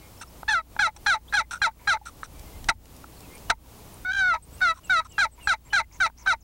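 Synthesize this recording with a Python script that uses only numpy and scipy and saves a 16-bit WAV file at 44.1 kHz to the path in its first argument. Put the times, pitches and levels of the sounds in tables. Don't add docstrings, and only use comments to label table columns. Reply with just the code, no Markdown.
import sys
import numpy as np
from scipy import signal
from scipy.fft import rfft, irfft
from scipy.io import wavfile
from scipy.ndimage import uniform_filter1d, minimum_filter1d

SR = 44100
rng = np.random.default_rng(int(sys.argv[2]) if len(sys.argv) > 2 else 0)


def amp(db):
    return 10 ** (np.asarray(db, float) / 20)


def write(x):
    x = np.atleast_2d(x).T
    wavfile.write(sys.argv[1], SR, np.round(np.clip(x, -1, 1) * 32767).astype(np.int16))


N = 283559
BOX_FLOOR_HZ = 520

# (time [s], length [s], rasp level [dB],
# lid ring level [dB], lid pitch [Hz])
STROKE_BREAKS = [(.868, 0.023, -29, -28, 861), (1.141, 0.029, -28, -27, 867),
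                 (1.402, .017, -28, -27.5, 873), (1.664, 0.026, -29, -25.5, 890),
                 (1.934, 0.03, -27.5, -25, 864), (2.704, 0.013, -34.5, -26.5, 885),
                 (3.514, 0.012, -35.5, -27, 900), (4.712, 0.016, -42, -62, 988),
                 (4.997, 0.02, -37.5, -45, 956), (5.248, 0.016, -29, -27, 882),
                 (5.531, 0.014, -27, -28.5, 871), (5.795, 0.02, -26.5, -26, 888),
                 (6.059, 0.014, -24.5, -26, 875), (6.327, 0.015, -28, -25.5, 897)]


def evened(x):
    return x / np.sqrt(np.mean(x ** 2) + 1e-20)


def wobble(size, span):
    return evened(uniform_filter1d(uniform_filter1d(rng.standard_normal(size), span), span))


def add(mix, s, sound):
    part = mix[round(s * SR):][:len(sound)]
    part += sound[:len(part)]


def read(points, hz):
    f, value = np.transpose(points)
    return np.interp(np.log(hz + 1), np.log(f + 1), value)


def unroll(rows, edge_s):
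    s, *columns = np.transpose(rows)
    t = np.arange(s[0], s[-1], 1 / SR)
    window = np.clip(np.minimum(t - s[0], s[-1] - t) / edge_s, 0, 1)
    return s[0], [np.interp(t, s, c) for c in columns], window


def ring_of(modes):
    t = np.arange(2048) / SR
    return sum(sign * amp(db) * width * np.exp(-np.pi * width * t) * np.sin(2 * np.pi * hz * t)
               for hz, width, db, sign in modes)


def stroke(start, hold, fall, first_hz, turn_hz, ending):
    slow_hz, fast_hz = 645, 800
    break_s, break_length, _, lid_db, _ = ending
    end = break_s - start
    fade = 0.58 * break_length * amp(0.3 * (-31.5 - lid_db))
    t = np.linspace(0, end + fade, num=40)
    late = np.clip((t - hold) / fall, 0, 1)
    gone = np.maximum(t - end, 0) / fade
    hurry = np.log2((turn_hz - slow_hz) / fall / 3500)
    bite_hz = 62.2 * 2 ** hurry * np.exp(-t / 0.00487)
    held_hz = np.interp(t, [0, hold], [first_hz, turn_hz]) + bite_hz
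    hz = slow_hz + (held_hz - slow_hz) * (1 - late) ** 1.4
    fast = np.clip((hz - fast_hz) / 50, 0, 1)
    db = -17.5 - 3 * fast - 3.5 * late - 26 * gone
    sharp_db = -14.5 + 4 * hurry + 0.5 * fast + 4 * late - 16.5 * gone
    return np.transpose([start + t, db, hz, sharp_db])


def shifting(t):
    # (time [s], second-order loss [dB], rate rise [share], length [s])
    shifts = [(.493, -3, .02, .007), (.505, 4, -.025, .004), (.526, 5, .005, .006), (.538, -3, 0, .006),
              (.81, 6, .015, .008), (1.066, 3, .05, .003), (1.076, 4, -.01, .004), (1.354, 3, .04, .003),
              (1.364, 5, .005, .006), (1.634, 3, .025, .004), (1.878, 2, -.03, .003),
              (2.691, 6, .01, .004), (3.502, -1, .05, .002), (4.124, 0, .02, .004), (4.139, 0, .015, .004),
              (4.157, 0, .02, .004), (4.168, 0, .012, .012), (4.69, 0, .013, .03), (4.955, 0, .01, .02),
              (5.51, 0, .018, .012), (5.186, 4, .05, .002), (5.21, 9, .035, .003), (5.486, 6, .015, .007),
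              (5.475, 0, -.04, .003), (5.735, 3, .03, .002), (5.758, 7, .02, .004), (6.292, 3, .025, .004)]
    return sum(np.array([[loss_db], [rise]]) * np.exp(-((t - at) / length) ** 2)
               for at, loss_db, rise, length in shifts)


def favouring(orders, hz):
    # (order [number], slips per second [Hz], width [Hz], level [dB])
    favours = [(1, 792, 12.5, -13), (1, 872, 45, -3), (4, 738, 21, -7.5), (4, 650, 16, 5), (5, 738, 22, 4),
               (5, 805, 20, -2.5), (6, 685, 15, -3), (6, 748, 20, 2.5), (3, 862, 30, 5), (4, 785, 18, 4),
               (5, 775, 14, -4)]
    return sum((orders == round(order)) * db * np.exp(-((hz - at_hz) / width) ** 2)
               for order, at_hz, width, db in favours)


def dipping():
    # (time [s], depth [dB], length [s])
    dips = [(4.127, 22, .0045), (4.142, 18, .003), (4.159, 9, .003), (4.18, 3, .003), (4.339, 7, .002),
            (4.355, 6, .004), (6.003, 5, .004), (1.62, 3, .005), (1.633, 2, .004), (5.733, 3, .004),
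            (4.162, 3, .003), (5.482, 4, .005), (4.897, 4, .005), (2.685, 8, .002), (4.148, 3, .015),
            (1.362, 3, .008), (5.185, 5, .002), (1.334, 8, .005), (.48, 7, .005), (.789, 4, .003),
            (4.613, 4, .004), (4.113, 3, .006), (4.075, 2.5, .012), (4.174, 2.5, .008)]
    t = np.arange(N) / SR
    return sum(depth_db * np.exp(-((t - s) / length) ** 2) for s, depth_db, length in dips)


def slipping(s, db, hz, over_db, window, gain):
    # (low edge [Hz], high edge [Hz])
    bite_band = [1220, 3700]
    size, orders = len(hz), np.arange(1, 19)[:, None]
    age = np.arange(size) / SR
    loss_db, rise = shifting(s + age)
    favour_db = favouring(orders, hz)
    hz = hz * (1 + rise)
    jitter = 0.012 * amp(0.3 * over_db) * wobble(size, 30)
    turns = np.cumsum(hz * (1 + jitter)) / SR

    drift_db = 2.2 * np.array([wobble(size, 300) for _ in orders]) * (orders > 2)
    tilt_db = 0.44 * over_db * np.log2(np.maximum(orders / 2, 1))
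    first_db = (orders == 1) * (-3 + 0.082 * over_db)
    quick = np.clip((hz - 739) / 40, 0, 1)
    bead_db = (orders > 2) * 2 * wobble(size, 70)
    quick_db = ((orders == 4) * 5.5 - (orders == 3) * 3.5 + bead_db) * quick
    heights = amp(tilt_db + drift_db + favour_db + quick_db + first_db)

    treble_waking = 1 - np.exp(-(age / 0.0032) ** 2)
    second_waking = amp((orders == 2) * -loss_db)
    waking = np.where(orders > 2, treble_waking, second_waking)
    slips = (heights * waking * np.cos(2 * np.pi * orders * turns)).sum(0)

    bite_filter = signal.butter(2, bite_band, "bandpass", fs=SR)
    bite = 1.68 * np.exp(-age / 0.0076) * signal.lfilter(*bite_filter, rng.standard_normal(size))
    grit = bite + 0.097 * rng.standard_normal(size)
    grit = grit * (1.63 + np.exp(-(turns % 1) / 0.56)) * amp(0.5 * over_db)
    rung_heights = heights * gain[(orders * hz).astype(int)]
    loudness = np.sqrt((rung_heights[1:] ** 2).sum(0) / 2)
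    return (slips + grit) * amp(db + 0.5 * wobble(size, 90)) / loudness * window


def yelps(ring):
    # (start [s], hold [s], fall [s], first slip rate [Hz], slip rate at the turn [Hz])
    strokes = [(0.789, 0.022, 0.057, 790, 844), (1.06, 0.036, 0.047, 815, 814),
               (1.333, .034, 0.038, 810, 819), (1.615, 0.02, 0.029, 802, 790),
               (1.872, 0.023, 0.038, 805, 810), (2.6836, 0.0075, 0.014, 947, 741.7),
               (3.497, 0.0067, 0.012, 956, 728.7), (4.611, 0.021, 0.069, 724, 749.5),
               (4.894, 0.024, 0.061, 747, 751.6), (5.179, .032, 0.04, 787, 804),
               (5.471, 0.023, 0.038, 814, 794), (5.728, 0.031, 0.037, 800, 803),
               (6, 0.018, 0.039, 768, 762), (6.27, 0.026, 0.035, 764, 756)]
    # (time [s], level [dB], slip rate [Hz], sharpness as treble share [dB])
    opener = [
        (.478, -18.5, 827, -21.5),
        (0.495, -22, 886, -19),
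        (.53, -20.5, 821, -12.5),
        (0.553, -20.5, 698, -16.5),
        (0.586, -23.5, 655, -25),
        (0.615, -43.5, 635, -33),
    ]
    # (time [s], level [dB], slip rate [Hz], sharpness as treble share [dB])
    whine = [
        (4.047, -28.5, 730, -28),
        (4.1, -24, 751, -24),
        (4.121, -23, 790, -15.5),
        (4.195, -20.5, 780.7, -17),
        (4.248, -20.5, 737, -24.5),
        (4.281, -19.5, 734, -22),
        (4.33, -21, 657, -26),
        (4.36, -28.5, 645, -29.5),
        (4.369, -45, 645, -27),
    ]
    usual_sharp_db = -14
    drive, gain = np.zeros(N), abs(rfft(ring, SR))
    trains = []
    for row, ending in zip(strokes, STROKE_BREAKS):
        rows = stroke(*row, ending)
        trains.append((rows, 0.0028 * amp(-0.6 * (rows[0][3] - usual_sharp_db))))
    trains += [(opener, 0.0028), (whine, 0.0028)]
    for rows, edge_s in trains:
        s, (db, hz, sharp_db), window = unroll(rows, edge_s)
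        add(drive, s, slipping(s, db, hz, sharp_db - usual_sharp_db, window, gain))
    rung = signal.oaconvolve(drive / amp(dipping()), ring)[:N]
    return signal.lfilter(*signal.butter(3, BOX_FLOOR_HZ, "highpass", fs=SR), rung)


def grains(size, spread_db):
    slips = rng.standard_normal(size) * amp(spread_db * wobble(size, 25))
    return evened(signal.lfilter(*signal.butter(2, 9500, fs=SR), slips))


def breaking(s, length, rasp_db, lid_db, lid_hz):
    t = np.linspace(0, length + 0.086, num=12)
    after = np.maximum(t - length, 0)
    rasp = rasp_db - 496 * t - 1295.5 * after
    lid = lid_db - 145.5 * t - 1297.5 * after
    return np.transpose([s + t, rasp, lid, lid_hz * (1 + 0.1 * np.exp(-t / 0.0052))])


def rasps(ring):
    # (time [s], length [s], rasp level [dB], lid ring level [dB], lid pitch [Hz])
    bursts = [
        (0.59, 0.017, -39.5, -42.5, 901),
        (2.685, 0.0056, -15.5, -22, 812),
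        (3.496, 0.0098, -18.5, -25, 877),
        (4.337, 0.033, -29.5, -41.5, 945),
    ]
    # (frequency [Hz], level [dB])
    tilt = [(500, 11.5), (1400, -17), (2200, 2.5), (4000, -4), (8000, 4), (14000, -20)]
    # (frequency [Hz], level below the first [dB])
    top_hz, top_db = (2090, -18)
    drive, lid, hz = np.zeros(N), np.zeros(N), np.fft.rfftfreq(2048, 1 / SR)
    for row in STROKE_BREAKS + bursts:
        s, (rasp_db, lid_db, lid_hz), window = unroll(breaking(*row), 0.0057)
        size = len(window)
        chalk = grains(size, spread_db=3)
        dull = signal.lfilter(*signal.butter(2, 2800, fs=SR), chalk)
        chalk = dull + (chalk - dull) * amp(0.64 * np.minimum(rasp_db + 27.5, 0))
        add(drive, s, chalk * amp(rasp_db) * window)
        turns = np.cumsum(lid_hz * (1 + 0.012 * wobble(size, 60))) / SR
        upper = np.cumsum(top_hz * (1 + 0.014 * wobble(size, 60))) / SR
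        tones = np.sin(2 * np.pi * turns) + amp(top_db) * np.sin(2 * np.pi * upper)
        add(lid, s, np.sqrt(2) * tones * amp(lid_db + 1.5 * wobble(size, 80)) * window)
    tilt_taps = np.roll(irfft(amp(read(tilt, hz))), 64)[:128]
    gritty = signal.fftconvolve(ring, tilt_taps)[64:]
    drive = signal.lfilter(*signal.butter(3, 850, "highpass", fs=SR), drive)
    return signal.oaconvolve(drive, gritty / np.linalg.norm(gritty))[:N] * amp(0.5) + lid


def scrapes(touches, ring, spread_db):
    drive = np.zeros(N)
    for start, length, level_db, fade_db in touches:
        rows = [(start, level_db), (start + length, level_db + fade_db)]
        s, (db,), window = unroll(rows, 0.002)
        add(drive, s, grains(len(window), spread_db) * amp(db) * window)
    drive = signal.lfilter(*signal.butter(3, BOX_FLOOR_HZ * 1.5, "highpass", fs=SR), drive)
    return signal.oaconvolve(drive, ring / np.linalg.norm(ring))[:N]


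def rattles(ring):
    # (time [s], length [s], level [dB], fade [dB])
    touches = [
        (1.323, 0.011, -35, 4),
        (4.341, 0.028, -44, -4.5),
        (2.682, .004, -50, 1),
        (4.603, .011, -40, -3),
        (4.996, 0.051, -44, -30.5),
        (6.259, 0.012, -34, 3.5),
    ]
    return scrapes(touches, ring, spread_db=3)


def clatters():
    # (time [s], length [s], level [dB], fade [dB])
    touches = [
        (2.686, 0.016, -25.5, -2),
        (3.499, .013, -28, -5.5),
    ]
    # (frequency [Hz], width [Hz], level [dB], sign and share [ratio])
    modes = [(2630, 670, -1, 0.92), (4500, 500, -4.5, -1), (5500, 700, -5, 1), (8600, 970, -9.5, -1.1),
             (12500, 3000, -27, 0.56)]
    return scrapes(touches, ring_of(modes), spread_db=3)


def back_strokes():
    # (time [s], length [s], level [dB], fade [dB])
    touches = [
        (.21, 0.026, -37.5, -3),
        (.962, 0.014, -39.5, -12.5),
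        (1.508, 0.041, -33, -6),
        (1.55, 0.03, -41.5, -11.5),
        (2.054, 0.044, -39.5, -9),
        (2.236, 0.027, -39.5, -12.5),
        (4.74, 0.057, -58.5, 6),
        (5.045, 0.028, -49.5, -5),
    ]
    # (frequency [Hz], width [Hz], level [dB], sign and share [ratio])
    modes = [(970, 130, -11.5, 1), (1380, 170, -4, 0.51), (1970, 170, -30.5, -1), (2440, 540, -18, -0.87),
             (3830, 650, -18, 1), (5490, 310, -15, 1), (6260, 250, -25, -2.5), (7350, 190, -22, 0),
             (8500, 860, -16.5, -1.14), (11260, 800, -35.5, -1.5)]
    return amp(-4.5) * scrapes(touches, ring_of(modes), spread_db=2.5)


def drags():
    # (time [s], length [s], level [dB], fade [dB])
    touches = [
        (5.375, 0.065, -57, -5.5),
        (1.79, .075, -62, 2),
        (5.65, 0.045, -64.5, 4),
        (5.91, 0.06, -65, 7),
        (6.175, 0.086, -65.5, 8),
    ]
    # (frequency [Hz], width [Hz], level [dB], sign and share [ratio])
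    modes = [(960, 45, 5.5, 1), (2220, 260, -4, -0.96)]
    return scrapes(touches, ring_of(modes), spread_db=2.8)


def ticks(ring):
    # (time [s], peak [dB], pitch [Hz], t60 [s], crack share [0-1])
    taps = [(0.4315, -24, 846, 0.012, 0.53), (0.7645, -25, 880, 0.025, 0.62), (1.971, -31, 940, 0.02, 1),
            (5.4735, -18, 1510, .02, 0.5), (5.726, -28, 1700, .012, .6), (1.872, -27.5, 1800, .012, .6),
            (1.712, -46, 1500, .02, .6), (2.013, -36, 840, 0.051, 0.02), (2.232, -19.5, 1310, 0.018, 0.44),
            (3.042, -37, 850, 0.018, 0.5), (1.326, -21, 1600, .03, .6), (3.502, -29, 450, .04, 0),
            (2.688, -30, 330, .04, .02), (2.688, -25, 160, 0.023, 0.2), (3.501, -33.5, 170.6, 0.04, 0.1),
            (0.963, -44, 830, 0.069, 0.2), (6.099, -38, 920, 0.022, 0.5), (6.263, -32.5, 770, 0.05, 0.6)]
    out, t = np.zeros(N), np.arange(2000) / SR
    for s, db, hz, t60, share in taps:
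        tone = np.sin(2 * np.pi * hz * t) * amp(-60 * t / t60)
        crack = np.convolve(rng.standard_normal(len(t)) * amp(-60 * t / 0.01), ring)[:len(t)]
        crack = signal.lfilter(*signal.butter(1, 2200, fs=SR), crack)
        rise_s = 0.00033 + 0.0041 * (share < 0.05)
        knock = tone * np.minimum(t / rise_s, 1)
        add(out, s, amp(db) * (knock + share * crack / abs(crack).max()))
    return out


def catches():
    # (time [s], peak [dB], pitch [Hz], length [s])
    snags = [(0.215, -38, 1474, 0.0038), (0.225, -41, 1400, 0.0034), (0.237, -37, 1308, 0.0033),
             (1.512, -27, 1408, 0.002), (1.518, -30, 1486, 0.0036), (1.523, -37, 1400, .003),
             (1.532, -30, 1440, 0.0028), (1.54, -25, 1377, 0.004), (1.547, -27, 1420, .003),
             (1.559, -31.5, 1420, .004), (1.568, -39, 1380, .005), (1.577, -39, 1460, .004),
             (2.248, -48, 1365, 0.0036), (2.696, -25.5, 689, 0.0072), (3.507, -23, 680, 0.0042),
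             (3.0435, -35, 1338, 0.002), (4.342, -23.5, 923, 0.0047), (4.357, -23, 933, 0.0058),
             (4.375, -39.5, 934, 0.011), (4.72, -37, 997, 0.014), (4.765, -49.5, 1320, 0.0029),
             (4.79, -48.5, 1330, .003), (5.005, -28.5, 967, 0.0056), (5.019, -40, 1280, .007),
             (5.037, -53, 1270, 0.0033), (5.066, -44, 1305, .004), (6.265, -25, 1480, .002),
             (4.735, -39.5, 1300, 0.0057), (2.061, -37, 1342, 0.0036), (2.072, -30.5, 1370, 0.0032),
             (2.087, -37, 1330, .004), (2.097, -45, 1190, .004), (4.758, -51.5, 1250, 0.0051),
             (4.775, -46, 1077, .005), (4.79, -44.5, 1045, 0.0031), (5.056, -40.5, 1280, 0.0048),
             (5.063, -44, 1034, .005)]
    out = np.zeros(N)
    for s, db, hz, length in snags:
        t = np.arange(-.025, .025, 1 / SR)
        turns = np.cumsum(hz * (1 + 0.03 * wobble(len(t), 40))) / SR
        add(out, s + t[0], amp(db) * np.exp(-(t / length) ** 2) * np.sin(2 * np.pi * turns))
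    return out


def thumps(call, shake_db, push_db, top_hz):
    effort = np.sqrt(abs(uniform_filter1d(call ** 2, size=150)))
    low = signal.lfilter(*signal.butter(1, top_hz, fs=SR), rng.standard_normal(N) * effort)
    push = signal.lfilter(*signal.butter(1, 40, "highpass", fs=SR), effort)
    both = amp(shake_db) * low + amp(push_db) * push
    return signal.lfilter(*signal.butter(3, 2.43 * top_hz, fs=SR), both)


def twigs():
    # (time [s], peak [dB], centre [Hz])
    snaps = [
        (2.3948, -35, 7360),
        (2.643, -28.5, 4200),
        (2.644, -37, 1500),
        (2.8562, -42, 4700),
        (2.965, -38, 8740),
        (3.2055, -35, 7800),
        (3.38, -39, 6000),
    ]
    out, t = np.zeros(N), np.arange(600) / SR
    for s, db, hz in snaps:
        band = signal.butter(1, [hz * .5, min(hz * 1.6, SR / 2.5)], "bandpass", fs=SR)
        burst = signal.lfilter(*band, rng.standard_normal(len(t))) * amp(-60 * t / 0.019)
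        add(out, s, amp(db) * burst / abs(burst).max())
    return out


def whistles(notes, start, end):
    out = np.zeros(N)
    for s, length, middle_hz, db in notes:
        start_hz, end_hz = start * middle_hz, end * middle_hz
        u = np.linspace(-1, 1, int(length * SR))
        bend_hz = (start_hz + end_hz) / 2 - middle_hz
        hz = middle_hz + (end_hz - start_hz) / 2 * u + bend_hz * u ** 2
        arched = middle_hz > max(start_hz, end_hz) + 150
        hz = hz * (1 + 0.07 * arched * wobble(len(u), 12))
        shimmer = amp(db + 2.7 * wobble(len(u), 40)) * signal.windows.tukey(len(u), .4)
        add(out, s, np.sqrt(2) * np.sin(2 * np.pi * np.cumsum(hz) / SR) * shimmer)
    return out


def birds():
    # (time [s], length [s], middle pitch [Hz], level [dB])
    level = [(0, .09, 2170, -62), (0, .09, 2390, -66), (.176, .008, 5400, -55), (.198, .01, 5400, -52),
             (.212, .026, 2700, -52), (.272, .021, 5400, -59), (1.428, .025, 2050, -57),
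             (1.6, .02, 2800, -62), (2.33, .11, 2330, -65), (2.455, .04, 2100, -63),
             (2.525, .065, 2090, -61), (3.325, .058, 2400, -58), (3.475, .022, 2900, -59),
             (4.42, .03, 8130, -53), (4.425, .051, 8930, -66), (5.647, .038, 7520, -61.5),
             (5.697, .055, 2990, -51.5), (5.82, .03, 2050, -54)]
    settling = [(3.163, .025, 4300, -61), (3.222, .045, 2600, -59), (4.572, .05, 2700, -59.5),
                (4.828, .068, 2760, -57.5), (5.099, .093, 2790, -56.5), (5.399, .075, 2740, -53)]
    rising = [(3.292, .092, 2150, -57), (3.35, 0.0097, 8940, -47.5), (3.939, 0.0076, 9000, -48.5),
              (4.526, .04, 8130, -55.5), (4.841, 0.028, 7800, -51.5), (5.091, 0.036, 7750, -57)]
    falling = [(5.311, 0.048, 7930, -59), (5.425, 0.048, 8150, -51.5)]
    plunging = [(4.58, 0.0066, 6000, -57), (4.87, 0.0097, 6040, -58), (5.12, 0.0066, 6600, -51),
                (5.921, .009, 5900, -55), (6.403, 0.029, 6130, -62.5)]
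    arched = [(5.925, 0.056, 6800, -55.5), (6.168, 0.073, 6360, -55.5)]
    swept = [(1.276, 0.033, 3640, -54)]
    steady = whistles(level, .995, 1.005) + whistles(settling, 1.1, .965)
    gliding = whistles(rising, .95, 1.065) + whistles(falling, 1.08, .93) + whistles(swept, .81, 1.11)
    return steady + gliding + whistles(plunging, 1.28, .8) + whistles(arched, .8, .76)


def coloured(points, likeness):
    frames, hz = N // 256 + 5, np.fft.rfftfreq(1024, 1 / SR)
    a, b, c, d, patches = rng.standard_normal((frames, 513, 5)).T
    patches = evened(uniform_filter1d(uniform_filter1d(patches, 10, 0), 10, 1))
    same = np.clip(read(likeness, hz), -1, 1)[:, None]
    left = a + 1j * b
    right = same * left + np.sqrt(1 - same ** 2) * (c + 1j * d)
    z = np.array([left, right]) * amp(read(points, hz)[:, None] + 0.5 * patches)
    return evened(signal.istft(z, nperseg=1024, noverlap=768)[1][:, :N])


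def field():
    # (frequency [Hz], level [dB per Hz])
    colour = [(12, -48), (20, -21), (58, 0.5), (235, -12), (290, -7.5), (345, -12.5), (825, -16),
              (976, -16.5), (1090, -18.5), (1290, -22), (1660, -26.5), (2320, -25.5), (3630, -27),
              (16000, -28)]
    # (time [s], level [dB])
    swell = [(0, -49), (1.001, -44.5), (2, -47.5), (2.45, -46), (2.9, -48), (3.4, -46), (4, -47),
             (5, -45.5), (6.43, -53)]
    # (frequency [Hz], left-right likeness [0-1])
    likeness = [(60, 0.98), (240, 1.0), (950, 1.0), (3770, 1), (15000, 1)]
    return coloured(colour, likeness) * amp(np.interp(np.arange(N) / SR, *np.transpose(swell)))


def gusts():
    # (time [s], level [dB])
    buffets = [(0.0, -72), (0.32, -58), (0.47, -52.5), (1.31, -54), (1.59, -61.5), (2.17, -53),
               (2.561, -43), (2.76, -42), (2.88, -66), (3.37, -64), (3.53, -38), (3.74, -77), (4.17, -41),
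               (4.51, -59.5), (4.6, -60), (6.43, -50)]
    rumble = signal.butter(2, [24, 75], "bandpass", fs=SR, output="sos")
    shared, left, right = signal.sosfilt(rumble, rng.standard_normal((3, N)))
    level = amp(np.interp(np.arange(N) / SR, *np.transpose(buffets)))
    return evened(shared + 0.22 * np.array([left, right])) * level


def ducking(call, knee_db, fall_db_s, power):
    level_db = 10 * np.log10(abs(signal.lfilter([.001], [1, -.999], call ** 2)) + 1e-12)
    level_db = -minimum_filter1d(-level_db, size=2001, origin=1000)
    fall = np.arange(N) * fall_db_s / SR
    held_db = np.maximum.accumulate(level_db + fall) - fall
    return (1 + amp(held_db - knee_db)) ** -power


def tape_hiss():
    # (frequency [Hz], level [dB per Hz])
    colour = [(180, -29), (300, -0.5), (494, -19), (667, -17.5), (2400, -24.5), (8640, -35.5), (16000, -20)]
    # (frequency [Hz], left-right likeness [0-1])
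    likeness = [(30, .85), (150, .65), (400, .8), (3000, .9), (15000, .78)]
    return coloured(colour, likeness) * amp(-68)


def breathing(call, db):
    swell = np.sqrt(abs(uniform_filter1d(call ** 2, size=600))) ** 0.084
    tracks = np.array([[1, 0.32], [1, -.35]]) @ rng.standard_normal((2, N))
    return amp(db) * swell * tracks


def buzz(call, db, decay_s):
    # (first change [s], strength [share])
    switches = [
        (.0172, 1),
        (.0306, .6),
    ]
    clicks = np.zeros(N)
    for s, share in switches:
        clicks[(np.arange(s, N / SR - .001, 1 / 29.97) * SR).astype(int)] = share
    t = np.arange(600) / SR / decay_s
    strength = np.sqrt(abs(uniform_filter1d(call ** 2, size=300)))
    return amp(db) * np.convolve(clicks * strength, t * np.exp(1 - t))[:N]


def lines(tones, waver_db, span):
    t = np.arange(N) / SR
    return sum(np.sqrt(2) * amp(db + waver_db * wobble(N, span))
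               * np.sin(2 * np.pi * (hz * t + rng.random())) for hz, db in tones)


def hum():
    # (frequency [Hz], level [dB])
    tones = [(29.97, -67), (59.94, -54), (89.9, -63.5), (119.9, -72.5), (149.9, -71), (179.8, -70.5),
             (239.8, -71)]
    return lines(tones, 2.1, span=3000)


def picture_whistle():
    # (frequency [Hz], level [dB])
    tones = [(15360, -84), (15734, -72)]
    return lines(tones, 4.5, span=300)


def scene():
    # (frequency [Hz], width [Hz], level [dB], sign and share [ratio])
    wall_modes = [(648.4, 47, -17.5, 1), (890, 156, -9, 0.99), (1230, 207, 1, 0.63),
                  (1518.5, 255, 0, -1.006), (1997, 209, -8, 0.92), (2266, 276, -13, -1.08),
                  (3463, 470, -26.5, -0.87), (3875, 219, -10.5, 0.87), (4120, 227, -14, -1.114),
                  (4740, 750, -28, 0.61), (5620, 610, -22, 0.59), (6340, 150, -23.5, -0.96),
                  (7230, 415, -29, -0.95), (8460, 520, -32.5, -0.91), (11050, 1100, -51, 1)]
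    wall = ring_of(wall_modes)
    call = yelps(wall) + rasps(wall) + rattles(wall) + clatters()
    call = call + back_strokes() + drags() + ticks(wall) + catches()
    near = call + thumps(call, shake_db=-11.5, push_db=-14.5, top_hz=111.0)
    gain = ducking(call, knee_db=-37.5, fall_db_s=300, power=1.0)
    outdoors = birds() + twigs() + field() * gain + gusts() * gain ** 0.36
    own = tape_hiss() + breathing(call, db=-63.0) + buzz(call, db=-18, decay_s=.0006) + hum()
    return near + outdoors + own + picture_whistle() * gain ** .15


def low_pass(x):
    return signal.sosfilt(signal.butter(12, 16920, fs=SR, output="sos"), x)


def record(dry):
    ceiling = 0.36
    rounded = ceiling * np.tanh(dry / ceiling) * amp(np.array([[0], [-.45]]))
    band = signal.firwin(511, 15950, window=("kaiser", 9), fs=SR)
    limited = signal.oaconvolve(rounded, band[None], "same")
    return low_pass(limited)


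dry = scene()
out = record(dry)
write(out)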